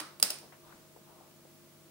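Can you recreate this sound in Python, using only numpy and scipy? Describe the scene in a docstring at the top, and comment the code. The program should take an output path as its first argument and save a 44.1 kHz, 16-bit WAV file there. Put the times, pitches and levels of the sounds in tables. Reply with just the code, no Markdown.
"""Small switch snapping over

On a table in a small room, the switch of an electronic controller ticks, snaps sharply with a thud and
gives an after-click: each contact is a crack of noise that rings the switch and its case. A hand then
moves across with a faint sleeve rustle and soft bumps and touches a plastic button, all shaped noise.
An electrical hum and hiss lie beneath."""
import sys
import numpy as np
from scipy import signal
from scipy.fft import rfft, irfft
from scipy.io import wavfile

SR = 44100
rng = np.random.default_rng(int(sys.argv[2]) if len(sys.argv) > 2 else 0)


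def to_wav(sig):
    """Store sig (one row per channel, or 1-D mono) as 16-bit WAV at the path in sys.argv[1].

    Samples outside -1..1 are clipped; the rate is SR.
    """
    pcm = np.clip(np.atleast_2d(sig), -1, 1) * 32767
    pcm = np.round(pcm).astype(np.int16)
    wavfile.write(sys.argv[1], SR, pcm.T)  # frames by channels


N = 83790
T = np.arange(N) / SR
HZ = np.maximum(np.fft.rfftfreq(N, 1 / SR), 1)


def from_db(db):
    """Decibels to gain."""
    return 10 ** (np.asarray(db) / 20)


def unit_rms(x):
    """Scale to rms 1."""
    return x / np.sqrt(np.mean(x ** 2) + 1e-20)


def at_hz(curve, hz=HZ):
    """Read a curve on a log-frequency axis."""
    freqs, values = np.transpose(curve)
    return np.interp(np.log(hz), np.log(freqs), values)


def pan(db):
    """Stereo gains for a left-minus-right level difference."""
    return from_db(np.array([[.5], [-.5]]) * db)


def decay(t60):
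    """Exponential fade, 60 dB down after t60 seconds."""
    return np.exp(-np.log(1000) * T / t60)


def delayed(x, seconds):
    """Start a stereo sound later."""
    return np.pad(x, ((0, 0), (int(seconds * SR), 0)))[:, :N]


def lowpass(x, hz):
    """Dull the top, 24 dB per octave."""
    return signal.sosfilt(signal.butter(4, hz, fs=SR, output="sos"), x + 1e-18)


def highpass(x, hz):
    """Thin the bass, 12 dB per octave."""
    return signal.sosfilt(signal.butter(2, hz, "high", fs=SR, output="sos"), x + 1e-18)


def drift(hz):
    """Random wander of rms 1, mostly slower than hz."""
    return unit_rms(irfft(rfft(rng.standard_normal(N)) / (1 + (HZ / hz) ** 2), N))


def swell(middle_s, half_s):
    """Bell-shaped fade in and out."""
    return np.exp(-.5 * ((T - middle_s) / half_s) ** 2)


# Stereo image of the noise: (frequency [Hz], left-right correlation [0..1])
CORRELATION = [(100, 0.47), (400, 0.58), (900, 0.6), (2000, 0.083), (5000, 0.033), (15000, .05)]

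def noise(spectrum, pan_db=0):
    """Coloured stereo noise of rms 1, narrower in the bass and wide in the treble."""
    mid, side = rfft(rng.standard_normal((2, N)))
    alike = at_hz(CORRELATION)
    stereo = np.sqrt(1 + alike) * mid + np.sqrt(1 - alike) * side * [[1], [-1]]
    return unit_rms(irfft(stereo * from_db(at_hz(spectrum)) * pan(pan_db), N))


# Colour of the room tone: (frequency [Hz], relative level [dB])
ROOM_TONE_EQ = [(20, -43), (32, -33), (50, -13.5), (90, -18.5), (125, -15.5), (160, -8.5), (205, -4.5),
                (270, -9.5), (345, -6.5), (400, -12), (620, -14), (760, -19), (1190, -17.5), (1700, -21.5),
                (4000, -22.5), (16000, -24)]
# Its lean to either side: (frequency [Hz], pan L-R [dB])
ROOM_TONE_PAN = [(200, 1), (700, 3), (1300, 2), (2400, -1), (5000, 0), (15000, 0)]

def room_tone():
    """A steady bed of low room noise and hiss."""
    return from_db(-59) * noise(ROOM_TONE_EQ, at_hz(ROOM_TONE_PAN))


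# Tones of the electrical hum: (frequency [Hz], rms level [dB])
HUM_TONES = [(98.3, -77.5), (147.5, -68.5), (344.3, -68), (639.5, -71.5), (15703, -77)]

def hum(waver_db=.8, wander_rad=.25):
    """Running equipment hums, each tone wavering slightly in level and phase."""
    out = 0
    for hz, db in HUM_TONES:
        amplitude = np.sqrt(2) * from_db(db + waver_db * drift(hz=4))
        out += amplitude * np.sin(2 * np.pi * hz * T + wander_rad * drift(hz=4))
    return out


# Decay of the small room: (frequency [Hz], t60 [s])
REVERB_TIMES = [(200, 0.66), (1000, 0.52), (2500, 0.39), (5000, 0.43), (9000, 0.34), (15000, 0.21)]

def room_tail(spectrum, pan_db=0, build_s=0.002):
    """Diffuse reverb of one hit: builds up, then dies band by band."""
    wash = rfft(noise(spectrum, pan_db))
    centres, t60s = np.transpose(REVERB_TIMES)
    tail = 0
    for solo, t60 in zip(np.eye(len(centres)), t60s):
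        band = at_hz(list(zip(centres, solo)))
        tail += irfft(wash * band, N) * decay(t60)
    return tail * (1 - np.exp(-T / build_s))


# Sleeve rustles: (middle [s], half length [s], level [dB], high cut [Hz])
SLEEVE_MOVES = [(0.053, 0.053, -69, 1610), (0.696, 0.043, -60, 1890), (1.105, 0.031, -62.5, 1200),
                (1.205, 0.073, -62.5, 1067)]
# Colours of cloth and of sliding skin: (frequency [Hz], relative level [dB])
CLOTH_EQ = [(300, 0), (600, 10), (800, 9.5), (1200, 11), (2000, -3), (4000, 23.5)]
SKIN_EQ = [(1000, 6), (3000, -4.5), (5000, -3), (9000, -6), (15000, -10)]
HAND_PAN_DB = 5  # to the left

def sleeve():
    """Cloth rustles as the arm moves; skin hisses faintly as the hand draws away."""
    cloth = 0
    for middle_s, half_s, db, top_hz in SLEEVE_MOVES:
        rustle = unit_rms(lowpass(noise(CLOTH_EQ), top_hz))
        cloth += from_db(db) * swell(middle_s, half_s) * rustle
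    skin = from_db(-64) * swell(middle_s=0.75, half_s=0.11) * noise(SKIN_EQ)
    return cloth * pan(HAND_PAN_DB) + skin


# Touches of the hand: (time [s], gain [dB], high cut [Hz], low cut [Hz], t60 [s])
TOUCHES = [(0.428, -58, 1000, 413, 0.29), (0.521, -52, 2730, 800, 0.17), (0.722, -51.5, 1900, 805, 0.085),
           (0.961, -52.5, 900, 217, 0.063), (1.208, -53, 1051, 600, 0.035), (1.311, -51, 6050, 1180, 0.023),
           (1.450, -48.5, 830, 554, 0.031)]
# Colour of a touch: (frequency [Hz], relative level [dB])
TOUCH_EQ = [(100, -5), (200, -1), (350, 9), (700, 4), (1500, 1), (3000, -6)]

def hand_bumps(attack_s=0.00078, reverb_db=-20.5):
    """The hand meets table, case and button in soft, dull bursts."""
    out = 0
    for start, db, top_hz, low_hz, t60 in TOUCHES:
        hit = noise(TOUCH_EQ) * decay(t60) * (1 - np.exp(-T / attack_s))
        hit += from_db(reverb_db) * room_tail(TOUCH_EQ)
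        muffled = highpass(lowpass(hit, top_hz), low_hz)
        makeup = np.sqrt(SR / 4 / top_hz)  # duller bumps get more gain
        out += from_db(db) * makeup * delayed(muffled, start)
    return out * pan(HAND_PAN_DB)


# Low body under the hits: (time [s], pitch [Hz], peak level [dB], rise [s])
CASE_THUDS = [(0.0005, 309.4, -47, 0.013), (0.227, 197, -46, 0.0099), (0.734, 213.3, -60.5, 0.012)]

def thuds():
    """Case and table swell and die at one low pitch per hit, dead centre."""
    out = 0
    for start, hz, db, rise_s in CASE_THUDS:
        envelope = T / rise_s * np.exp(1 - T / rise_s)
        thud = from_db(db) * envelope * np.sin(2 * np.pi * hz * T)
        out += delayed(thud * pan(0), start)
    return out


# Resonances of switch and case: (frequency [Hz], level [dB], t60 [s], pan L-R [dB])
CASE_MODES = [(605.4, -40.5, 0.077, 13.5), (830, -44, 0.034, 10), (1410, -42, 0.033, -1.5),
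              (2723, -33.5, 0.031, -4.5), (3990, -27, 0.02, 2), (4900, -18.5, .018, -2.5),
              (5260, -22.5, 0.012, 7), (6860, -27, 0.015, 9), (8206, -20.5, 0.0091, -5.5),
              (8960, -16, 0.013, 8.5), (14740, -19.5, 0.012, -2), (15100, -29, .014, 6),
              (4930, -51, 0.4, 1), (5610, -55, .33, 0), (9050, -50, 0.32, -4), (10060, -36, 0.035, -2)]

def case_ring(left_lag_s=0.00015):
    """Switch and case ring as damped sines of alternating polarity."""
    left, right = sum((-1) ** k * from_db(db) * pan(pan_db) * decay(t60) * np.sin(2 * np.pi * hz * T)
                      for k, (hz, db, t60, pan_db) in enumerate(CASE_MODES))
    return np.array([np.interp(T - left_lag_s, T, left), right])  # the switch sits to the right


def tilted(x, db):
    """Lift the highs above 4 kHz by db and lower the lows by twice that."""
    lows = signal.lfilter(*signal.butter(1, 4000, fs=SR), x + 1e-18)
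    return lows * from_db(-2 * db) + (x - lows) * from_db(db)


def struck_spot(x, hz, db, width_hz=380):
    """The spot that is struck boosts or dips one narrow band."""
    band = signal.lfilter(*signal.iirpeak(hz, hz / width_hz, fs=SR), x + 1e-18)
    return x + (from_db(db) - 1) * band


# Contacts of tick, snap and after-click:
# (time [s], gain [dB], tilt [dB], pan L-R [dB], ring [dB], room send [dB], spot [Hz], spot gain [dB])
CONTACTS = [(0.0005, -24, -7, 0, -4.5, 4, 1220, 13.5), (0.0032, -13, -4, -9.5, -31, 1, 9300, -1),
            (0.1995, -17, -1, -7, -9, -5, 10250, 18), (0.2265, -2.5, 3.5, -9.5, 2, 5.5, 5250, 6),
            (0.2274, -2.5, 1, 10.5, -2.5, -5.5, 8170, 12), (0.2283, 0, -2, 1, -4, -0.5, 8540, -6),
            (0.3026, -18.5, -3, -7.5, 3, 6.5, 2740, 8), (0.3040, -13, 5, -3, -2, 1, 5330, 7),
            (0.3055, -18.5, -1.5, 6, 2, 0, 10000, 16), (0.3199, -41.5, -8, -17, 3, 11.5, 5200, 3),
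            (0.3865, -34, 10, 4, -8.5, 3, 14900, 7)]
# Colours of the dry crack and of its reverb: (frequency [Hz], relative level [dB])
CRACK_EQ = [(200, -13), (700, -7), (2000, -8), (3800, -2), (5000, -7.5), (6300, -1.5), (8500, -5.5),
            (10200, -0.5), (11000, -4), (13000, -8.5), (14700, -6), (16000, 2.5)]
REVERB_EQ = [(150, -14), (300, -1.5), (700, -2.5), (1300, -1), (2000, 0), (3300, -0.5), (4400, 2),
             (5000, 2.5), (6100, -1), (7500, -3), (9000, 7.5), (10200, 2.5), (11000, -3.5), (13000, -5),
             (15000, 4), (16000, -7)]
# Lean of that reverb: (frequency [Hz], pan L-R [dB])
REVERB_PAN = [(200, -1), (700, 1.5), (1300, 3), (2400, -3.5), (15000, -2.5)]

def switch(crack_db=-16, echo_db=-17.5, reverb_db=-36):
    """Each contact cracks, rings the case, bounces off the nearest wall and fills the room."""
    ring = case_ring()
    out = 0
    for start, db, tilt_db, pan_db, ring_db, send_db, spot_hz, spot_db in CONTACTS:
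        crack = from_db(crack_db) * noise(CRACK_EQ) * decay(t60=.013)
        direct = (crack + from_db(ring_db) * ring) * pan(pan_db)
        wall_echo = from_db(echo_db) * delayed(direct, seconds=.0102)
        reverb = from_db(reverb_db) * room_tail(REVERB_EQ, at_hz(REVERB_PAN))
        click = direct + from_db(send_db) * (wall_echo + reverb)
        click = struck_spot(tilted(click, tilt_db), spot_hz, spot_db)
        out += from_db(db) * delayed(click, start)
    return highpass(out, hz=200)


def scene():
    """Switch and hand over hum and room tone."""
    return switch() + thuds() + hand_bumps() + sleeve() + hum() + room_tone()


def record(dry):
    """A steep high cut at 15.85 kHz on the whole mix."""
    return signal.sosfilt(signal.ellip(10, .1, 80, 15850, fs=SR, output="sos"), dry)


dry = scene()
out = record(dry)
to_wav(out)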